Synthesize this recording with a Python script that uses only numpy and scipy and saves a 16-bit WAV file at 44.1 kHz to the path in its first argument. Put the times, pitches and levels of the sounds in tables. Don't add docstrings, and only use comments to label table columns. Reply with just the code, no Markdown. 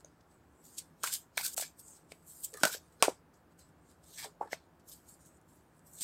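import sys
import numpy as np
from scipy import signal
from scipy.fft import rfft, irfft, next_fast_len
from scipy.io import wavfile
from scipy.ndimage import uniform_filter1d

SR = 44100
rng = np.random.default_rng(int(sys.argv[2]) if len(sys.argv) > 2 else 0)


def generate_wav(sig):
    pcm = np.round(np.clip(np.atleast_2d(sig).T, -1, 1) * 32767).astype(np.int16)
    wavfile.write(sys.argv[1], SR, pcm)


def linear_from_db(decibels):
    return 10 ** (np.asarray(decibels, float) / 20)


N = 266302

# (frequency [Hz], level [dB])
HUM_COLOUR = [(20, -17.5), (42, -19.5), (62, -5), (95, -7), (200, -7), (300, -3), (440, -9.5), (800, -11),
              (1650, -17), (1950, -22.5), (3500, -31.5), (8100, -36.5), (14800, -36), (16000, -37.5)]
# (frequency [Hz], width [Hz], boost [dB])
AIR_NOTES = [(77, 24, 6.5), (118, 63, 2), (164.6, 16, 12.5)]
# (frequency [Hz], time [s])
ECHO_TIME = [(200, .15), (700, .13), (2500, .15), (8000, .16), (15000, .13)]
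# (start [s], end [s])
HUSH = (1.545, 1.5645)
BAND_EDGES = (2700, 5800, 10300)
# (frequency [Hz], level [dB])
SLIDE_COLOUR = [(350, -45), (650, -24), (1200, -16), (1540, -13), (1790, -5), (1930, -12.5), (2270, -5),
                (2620, -11), (4260, -6), (4910, -3.5), (5780, -4.5), (7200, 3), (8100, 7), (9000, 0.5),
                (10300, -8), (13300, -6), (15400, -12.5), (16300, -23)]
# (frequency [Hz], level [dB])
SNAP_COLOUR = [(880, -22), (1500, -2.5), (1980, -11), (2340, -5), (2830, -7), (5600, -5), (8400, -1.5),
               (12400, -11.5), (15500, -18.5), (17000, -25)]

# (time [s], peak [dB], pitch [Hz], 60 dB fade [s])
EDGE_KNOCKS = [(.0453, -47, 587, .022), (.0466, -40, 6440, 0.003), (1.034, -39.5, 590, 0.01),
               (1.039, -38.5, 720, 0.0028), (1.0394, -20.5, 1250, 0.0018), (1.069, -50, 1840, 0.026),
               (1.0753, -41, 2540, 0.0091), (1.128, -44, 1630, 0.0032), (1.3867, -39.5, 1540, 0.016),
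               (1.4309, -41.5, 1476, 0.024), (1.4497, -45, 1548, 0.16), (1.636, -42, 1700, 0.022),
               (2.1191, -40, 540, 0.0086), (2.6335, -23.5, 583, 0.04), (2.6345, -20, 950, 0.0071),
               (2.7472, -37, 500, 0.014), (3.0247, -14, 621.6, 0.012), (3.0255, -19, 1140, 0.0094),
               (3.0298, -12, 1020, 0.0027), (3.0813, -12.5, 570, 0.0081), (4.2455, -37, 814, 0.024),
               (4.5296, -26, 621, 0.0084), (4.5305, -28.5, 2030, 0.011), (4.5305, -35, 1530, 0.0096),
               (2.1195, -44.5, 2290, 0.0041), (2.1195, -46, 4660, 0.0094), (3.0815, -37, 1150, 0.0045)]
# (time [s], peak [dB], pitch [Hz], 60 dB fade [s])
SLANTED_KNOCKS = [(1.375, -33, 984, 0.016), (1.376, -25.5, 2283, 0.0071), (1.397, -39, 836, 0.018),
                  (1.4085, -38.5, 870, 0.0047), (1.578, -30.5, 680, 0.0071), (1.597, -36.5, 730, 0.0079),
                  (2.529, -50, 450, 0.1), (2.543, -44, 492, 0.058), (2.54, -48.5, 1780, 0.029),
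                  (2.543, -55, 1223, 0.11), (2.61, -47, 1530, 0.025), (2.6338, -17, 1463, 0.016),
                  (2.634, -24.5, 198, 0.017), (2.6418, -28.5, 1403, 0.085), (2.74, -40, 1510, 0.011),
                  (3.036, -35, 1460, 0.044), (3.042, -34, 883, 0.023), (3.048, -36, 1020, 0.014),
                  (3.051, -34, 1545, 0.051), (3.058, -42, 750, 0.051), (3.033, -32, 650, .03),
                  (3.04, -35, 420, 0.072), (3.083, -33, 300, 0.031), (3.093, -33.5, 520, 0.012),
                  (3.101, -39, 595, 0.015), (3.119, -45, 464, 0.013), (4.4105, -24, 835, 0.026),
                  (4.4237, -34.5, 856, .03), (4.4145, -39, 1090, .015), (4.415, -38.5, 560, .015),
                  (4.427, -42.5, 1104, 0.036), (4.426, -42.5, 587, .05), (4.445, -46, 834, 0.023),
                  (4.427, -72, 2440, 0.027), (4.473, -58, 1670, 0.059), (4.459, -62.5, 1700, .015),
                  (4.412, -39, 410, 0.017), (4.456, -44.5, 461, 0.018)]
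# (time [s], peak [dB], pitch [Hz], 60 dB fade [s])
FLAT_KNOCKS = [(1.0425, -36.5, 1563, 0.049), (1.057, -42, 1510, 0.048), (1.07, -45, 1084, 0.075),
               (1.098, -47.5, 1550, 0.057), (1.3722, -34.5, 675, 0.0029), (1.4393, -45, 2540, 0.017),
               (1.621, -38, 640, 0.0032), (2.55, -46.5, 420, 0.06), (2.569, -49, 1780, .06),
               (2.64, -35, 329.3, 0.032), (2.6489, -20.5, 1470, 0.018), (2.65, -25.5, 622, 0.035),
               (2.661, -31.5, 1492, 0.063), (2.672, -38, 1497, .015), (2.695, -40.5, 1485, 0.059),
               (2.72, -46, 1505, 0.027), (2.727, -43, 1560, 0.014), (2.651, -35.5, 200, 0.026),
               (2.671, -36, 904, .01), (2.671, -38, 438, 0.0099), (2.69, -49, 552, 0.069),
               (2.612, -44, 320, .02), (2.572, -52, 1194, 0.25), (2.553, -52.5, 1770, 0.055),
               (3.0, -54.5, 449, 0.14), (3.002, -56.5, 1490, 0.13), (2.762, -50.5, 560, .03),
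               (3.034, -33.5, 2480, 0.024), (3.0906, -35, 446, 0.0071), (4.1813, -51, 2257, 0.038),
               (4.2469, -44, 788, .08), (4.25, -54.5, 998, .05), (4.255, -50, 600, .05),
               (4.252, -51, 431, 0.19), (4.405, -44.5, 511, 0.012), (4.431, -37.5, 868, 0.026),
               (4.4705, -50, 803, 0.042), (4.54, -45.5, 638, .04), (4.513, -49, 1730, .05),
               (4.517, -53, 2100, .04), (4.226, -52, 897, .08), (4.512, -57.5, 550, .04),
               (6.007, -46, 176.7, 0.026)]

# (time [s], peak [dB], brightness [dB])
EDGE_FLICKS = [(.0064, -51, 0.5), (.057, -56, 2.5), (0.2106, -60, -9), (1.0296, -34.5, -5),
               (1.035, -23, -2), (1.04, -21, 8), (1.077, -25.5, -5), (1.1373, -19.5, 5), (1.3742, -18, 5),
               (1.378, -22.5, -17.5), (1.579, -17, 0), (1.612, -32, -1), (1.625, -29, 0), (1.5967, -32, -4),
               (1.4165, -34, 5), (1.39, -33, -5), (1.125, -33, 9), (2.7294, -32, 3), (2.611, -47.5, -2),
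               (2.1197, -38, -7.5), (2.121, -42, 17), (2.461, -43.5, 3), (2.4735, -51, 4),
               (2.5335, -41.5, 3), (2.54, -31.5, 10.5), (2.544, -42.5, -5), (2.5504, -42, 5),
               (2.6027, -36, 5), (2.6338, -10.5, -2), (2.6364, -15, -9), (2.6426, -27.5, 9),
               (2.652, -12.5, -0.5), (2.924, -53.5, 5.5), (3.0282, -22, 5), (3.0302, -17.5, -2.5),
               (3.037, -22.5, 3), (3.047, -21, 1), (3.0495, -25, -4), (4.5308, -36, -15), (4.795, -66, 1.5),
               (5.4139, -55.5, 13.5), (5.7932, -53.5, 10.5)]
# (time [s], peak [dB], brightness
# [dB], 60 dB fade [s])
EDGE_SCRAPES = [(0.0452, -46.5, -5, 0.014), (1.071, -19, -5, 0.022), (1.4109, -23.5, -7, 0.013),
                (1.588, -36, -10, 0.01), (1.623, -27, 2.5, 0.009), (2.5391, -31, 6, 0.0077),
                (2.57, -31, 5, .02), (2.675, -24.5, -10.5, 0.015), (3.59, -48, -0.5, 0.027),
                (4.038, -47, 7, 0.02), (4.2445, -33, 10.5, 0.0084), (4.424, -52.5, 3, 0.016),
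                (4.473, -54, -13.5, .02), (5.258, -48, 15.5, 0.037), (6.019, -26, 8, .008),
                (3.0251, -5, 0.5, .0035), (6.027, -31.5, 8, .008), (2.679, -25, 8, .008),
                (2.6338, -23, 11, .004)]

# (peak time [s], hiss [dB], 30 dB rise [s], 30 dB fall [s], packet bending against hiss [dB])
EDGE_SHOVES = [(1.074, -43, 0.067, 0.1139, -2.5), (1.112, -48, .03, 0.12, -2.5),
               (1.126, -37, .02, 0.0841, -4.5), (1.138, -32.5, 0.02, 0.03, -6),
               (1.15, -38.5, 0.023, 0.0628, -4), (1.448, -34, 0.03, 0.0976, -6),
               (1.465, -31, 0.0533, 0.0137, -5), (1.479, -39.5, 0.0177, 0.0336, -6),
               (1.495, -56, -0.05, 0, -4), (1.543, -43, 0.04, 0.0249, -10.5), (1.566, -50, -0.03, .1, -1),
               (1.578, -35, .04, .04, -8), (1.586, -36, .03, .018, -9), (1.534, -46, 0.02, 0.08, -10),
               (1.598, -37.5, -0.0556, 0.087, -8), (1.607, -37, -0.01, 0.06, -5.5),
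               (1.614, -38, 0.0165, 0.0221, -1), (1.797, -50, .03, .05, -12), (2.447, -32, .024, .026, -12),
               (2.462, -51.5, 0.2, -0.19, -14), (2.677, -41.5, 0.1248, 0.0867, -1),
               (2.698, -44.5, 0.02, -0.01, -6.5), (2.716, -45, 0, 0.0271, -8),
               (2.733, -42, 0.0532, 0.0431, -3), (2.748, -42.5, 0.13, 0.05, -0.1),
               (4.09, -63.5, .12, 0.19, -4.5), (4.14, -56, 0.11, 0.12, -4.5), (4.19, -45, 0.05, 0.11, 0.5),
               (4.528, -47.5, 0.03, 0.0444, 3.8), (4.916, -51.5, -0.01, 0.13, -8)]
# (peak time [s], hiss [dB], 30 dB rise [s], 30 dB fall [s], packet bending against hiss [dB])
FACE_PRESSES = [(.784, -36, 0.017, 0.03, -8), (.792, -37, 0.03, 0.0079, -8), (.8, -53.5, .02, 0.08, -1.5),
                (3.003, -66.5, 0.013, 0.085, 6), (1.629, -44.5, .03, 0.08, 1.5),
                (2.653, -27, 0.006, 0.017, -3), (3.036, -35, 0.014, .09, 1), (4.244, -44, 0.11, 0.052, 1),
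                (5.99, -52.5, .05, 0.038, -3.5), (5.935, -56, .03, .15, -19), (6.01, -39, .012, .08, -6),
                (6.026, -35, .04, .02, -5.5)]
# (peak time [s], hiss [dB], 30 dB rise [s], 30 dB fall [s], packet bending against hiss [dB])
EDGE_DRAGS = [(.65, -61, 0.039, .35, -7), (1.365, -66, 0.05, 0.045, 5), (1.97, -66, 0.19, 0.086, -3.5),
              (2.14, -75, .05, 0.29, -3.5), (2.282, -55.5, 0.052, 0.72, -15),
              (2.408, -60.5, 0.37, 0.035, -21), (1.026, -82.5, 0.029, 0.018, 11),
              (3.012, -73, 0.072, 0.033, 1), (4.888, -54, 0.038, 0.15, -10.5),
              (5.092, -57.5, 0.06, 0.13, -8.5), (5.488, -72.5, 0.023, 0.43, -7),
              (5.562, -71.5, 0.19, 0.095, -16.5), (5.78, -78, 0.21, 0.073, -6),
              (5.87, -63, 0.037, 0.21, -14.5), (5.96, -59, 0.15, 0.25, -21)]
# (peak time [s], hiss [dB], 30 dB rise [s], 30 dB fall [s], packet bending against hiss [dB])
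FACE_RUBS = [(.006, -68, .1, 0.057, -12), (.21, -80.5, .025, 0.064, 3), (.32, -72, 0.12, 0.21, -9),
             (.755, -60, 0.31, .05, -18), (1.885, -51.5, 0.14, 0.16, -25),
             (2.124, -57, 0.052, 0.0083, -1.5), (2.47, -56, 0.028, 0.076, -5),
             (3.34, -67, 0.015, 0.095, -8), (3.524, -78, 0.076, 0.055, -2.5),
             (3.592, -60.5, .02, 0.14, -4.5), (3.69, -72, 0.037, .05, -11.5), (3.904, -66, 0.14, 0.1, -7.5),
             (4.04, -72.5, 0.033, 0.1, -0.5), (4.418, -71.5, 0.031, 0.44, -3),
             (4.545, -71.5, .02, 0.11, 12.5), (5.14, -60.5, .03, .05, -13.5),
             (5.21, -63.5, 0.078, 0.16, -22.5), (5.27, -62.5, 0.11, 0.13, -15.5),
             (5.375, -70.5, 0.2, 0.027, -26)]
# (time [s], hiss [dB], 30 dB fall [s], bending against hiss [dB], fizz against hiss [dB])
LANDING_SKIDS = [
    (.047, -74.5, 0.28, -3, -27.5),
    (1.0345, -35.5, 0.11, -1.5, -2.5),
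    (1.3726, -43.5, 0.2058, 0, 2.5),
    (2.536, -61.5, 0.03, -7, -14),
    (2.603, -60, 0.4, 1, -12),
    (2.635, -34.5, 0.0427, 7, -6),
    (2.923, -67, 0.1, -11.5, -17.5),
    (3.027, -31.5, -0.0046, 6, 2),
    (4.796, -75, 0.05, 2.5, -4),
]


def evened(x):
    return x / np.sqrt(np.mean(x ** 2) + 1e-20)


def read(points, hz):
    f, value = np.transpose(points)
    return np.interp(np.log(hz + 1), np.log(f + 1), value)


def add(mix, s, sound):
    part = mix[round(s * SR):][:len(sound)]
    part += sound[:len(part)]


def colour(x, points):
    level_db = np.maximum(read(points, abs(np.fft.fftfreq(4096, 1 / SR))), -100)
    log_gain = np.log(linear_from_db(level_db))
    taps = np.fft.ifft(np.exp(np.conj(signal.hilbert(log_gain)))).real[:1024]
    return signal.oaconvolve(x, taps / np.linalg.norm(taps))[:len(x)]


def band(x, lo_hz, hi_hz):
    sos = signal.butter(2, [lo_hz, min(hi_hz, .45 * SR)], "band", fs=SR, output="sos")
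    return signal.sosfilt(sos, x)


def split(x):
    size = next_fast_len(len(x))
    hz, z = np.fft.rfftfreq(size, 1 / SR), rfft(x, size)
    below = [0, *(1 / (1 + (hz / edge) ** 12) for edge in BAND_EDGES), 1]
    return [irfft(z * (upper - lower), size)[:len(x)] for lower, upper in zip(below, below[1:])]


def patches(shape, bins, frames):
    tall = uniform_filter1d(rng.standard_normal(shape), size=bins, axis=0)
    return evened(uniform_filter1d(tall, size=frames, axis=1))


def hum():
    hz = np.fft.rfftfreq(4096, 1 / SR)
    shape = (len(hz), N // 1024 + 5)
    real, imaginary = rng.standard_normal((2, *shape))
    notes_db = sum(db / (1 + (2 * (hz - f) / width) ** 2) for f, width, db in AIR_NOTES)
    level_db = (read(HUM_COLOUR, hz) + notes_db)[:, None] + 0.38 * patches(shape, 24, 4)
    z = (real + 1j * imaginary) * linear_from_db(level_db)
    return linear_from_db(-64.5) * evened(signal.istft(z, nperseg=4096, noverlap=3072)[1][:N])


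def room(x):
    taps = np.zeros(SR // 2)
    at = np.arange(120, len(taps) - 20, 20)
    taps[at + rng.integers(0, 20, len(at))] = rng.choice([-1., 1.], len(at))
    hz, t, z = signal.stft(taps, SR, nperseg=256)
    fade_s = np.maximum(read(ECHO_TIME, hz), .03)[:, None]
    tail = signal.istft(z * linear_from_db(-60 * t / fade_s), SR, nperseg=256)[1]
    return signal.fftconvolve(x, tail / np.linalg.norm(tail))[:N]


def knocks():
    kinds = ((EDGE_KNOCKS, .0015), (SLANTED_KNOCKS, .0025), (FLAT_KNOCKS, .0048))
    blows = [(*row, rise) for table, rise in kinds for row in table]
    mix, slack = np.zeros((2, N))
    t = np.arange(4000) / SR
    wander = uniform_filter1d(rng.standard_normal((len(blows), len(t))), size=30, axis=1)
    wander = np.cumsum(wander, axis=1)
    for (s, db, hz, t60, rise), drift in zip(blows, wander):
        push = np.sin(np.pi / 2 * np.minimum(t / (1.39 * rise), 1)) ** 2
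        since_push = np.maximum(t - 1.34 * rise, 0)
        fade = linear_from_db(db - 60 * (since_push / max(0.91 * t60, .003)) ** 1.01)
        loose = np.clip(2.5 * (t60 - .014), 0, .07) * np.sqrt(hz / 1000)
        swing = push * fade * np.sin(2 * np.pi * hz * t + loose * drift)
        add(mix, s - .3 * rise, swing)
        add(slack, s - .3 * rise, swing * np.clip(t / .012, .15, 1))
    rattle = slack * evened(band(band(rng.standard_normal(N), 40, 320), 40, 320))
    shaken = np.sqrt(abs(signal.lfilter([.002], [1, -.998], slack ** 2)))
    crunch = shaken * evened(band(rng.standard_normal(N), 350, 1800))
    crunch = band(band(crunch, 300, 1900), 300, 1900)
    return band(mix + linear_from_db(-8.5) * rattle + linear_from_db(-9.5) * crunch, 170, 9000)


def snaps():
    flick_t60_s = 0.0079
    catches = [(*row, flick_t60_s) for row in EDGE_FLICKS] + EDGE_SCRAPES
    deep, dull, bright = np.zeros((3, N))
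    t = np.arange(2500) / SR
    spray = rng.standard_normal((len(catches), 2, len(t)))
    for (s, db, bright_db, t60), (noise, ticks) in zip(catches, spray):
        t60 = max(t60, .002)
        grain = noise * linear_from_db(0.82 * evened(uniform_filter1d(ticks, size=40)))
        crack = linear_from_db(db - 2.5 - 60 * t / t60) * grain * (1 - np.exp(-t / (0.27 * t60)))
        spike_db = db + 5.5 - 1800 * max(t60 - .005, 0)
        crack += linear_from_db(spike_db) * np.exp(-((t - .0004) / .00003) ** 2)
        crack += .45 * np.roll(crack, int(16 + 8 * abs(ticks[0])))
        add(deep, s, crack * linear_from_db(-.8 * bright_db - 1.7 * max(bright_db, 0)))
        add(dull, s, crack * linear_from_db(-.6 * bright_db))
        add(bright, s, crack * linear_from_db(0.21 * bright_db))
    deep, dull, bright = (split(colour(x, SNAP_COLOUR)) for x in (deep, dull, bright))
    return deep[0] + dull[1] + bright[2] + linear_from_db(5.5) * bright[3]


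def strokes():
    kinds = ((EDGE_SHOVES, -3), (FACE_PRESSES, -8), (EDGE_DRAGS, -1.5), (FACE_RUBS, -10))
    rows = [(*row, fizz_db) for table, fizz_db in kinds for row in table]
    skid_rise_s = .002
    rows += [(s, db, skid_rise_s, *rest) for s, db, *rest in LANDING_SKIDS]
    t = np.arange(0, N + 32, 32) / SR
    power = np.full((3, len(t)), 1e-10)
    for s, db, rise, fall, bend_db, fizz_db in rows:
        early = np.maximum(s - t, 0) / max(rise, .001)
        late = np.maximum(t - s, 0) / max(fall, .001)
        swell_db = db - 30 * (early ** 0.9 + late ** 0.92)
        power += linear_from_db(2 * (swell_db + np.array([[0], [bend_db], [fizz_db]])))
    hiss_db, bend_db, fizz_db = (np.interp(np.arange(N) / SR, t, 10 * np.log10(p)) for p in power)
    return hiss_db, bend_db - hiss_db, fizz_db - hiss_db


def slides():
    hiss_db, bend_db, fizz_db = strokes()
    slips = linear_from_db(1.7 * np.minimum(rng.exponential(1, N), 6)) * rng.standard_normal(N)
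    clumps = uniform_filter1d(rng.standard_normal(N), size=70)
    clumps = evened(uniform_filter1d(clumps, size=70))
    gritty = colour(slips * linear_from_db(1.4 * clumps), SLIDE_COLOUR)
    z = signal.stft(gritty, nperseg=512, noverlap=384)[2]
    fine = patches(z.shape, 3, 24)
    broad = patches(z.shape, 14, 16)
    frame_db = np.interp(np.arange(z.shape[1]) * 128, np.arange(N), hiss_db)
    light = np.clip((-30 - frame_db) / 30, .3, 1)
    top = np.clip(np.fft.rfftfreq(512, 1 / SR)[:, None] / 2000 - 6.8, 0, 1)
    z = z * linear_from_db(light * (3.2 * fine + 2.2 * broad) - 9 * top * (light - .3))
    grit = signal.istft(z, nperseg=512, noverlap=384)[1][:N]
    deep, bend, hiss, fizz = map(evened, split(grit))
    deep_db = -4.5 + 2.26 * np.minimum(bend_db, 0) + 0.24 * np.clip(hiss_db + 44.5, -40, 8)
    bend = bend + linear_from_db(deep_db) * deep
    return linear_from_db(hiss_db - 1.5) * (hiss + linear_from_db(bend_db) * bend + linear_from_db(fizz_db) * fizz)


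def scene():
    slide, snap, knock = slides(), snaps(), knocks()
    scatter = linear_from_db(-18) + linear_from_db(-16) * evened(band(rng.standard_normal(N), 50, 330))
    echo = room(linear_from_db(-16.5) * slide + linear_from_db(-8.0) * snap + band(knock * scatter, 310, 8000))
    cards = slide + snap + knock + echo
    t = np.arange(N) / SR
    hushed = (t > HUSH[0]) & (t < HUSH[1])
    return (cards * np.where(hushed, linear_from_db(-25), 1) + hum())[None]


def top_cut(x):
    return signal.sosfilt(signal.butter(12, 16880, fs=SR, output="sos"), x)


def record(dry):
    edge = signal.firwin(511, 15950, window=("kaiser", 9), fs=SR)
    trimmed = signal.oaconvolve(dry, edge[None], "same")
    mix = trimmed + linear_from_db(-32) * (dry - trimmed)
    return top_cut(mix)


dry = scene()
out = record(dry)
generate_wav(out)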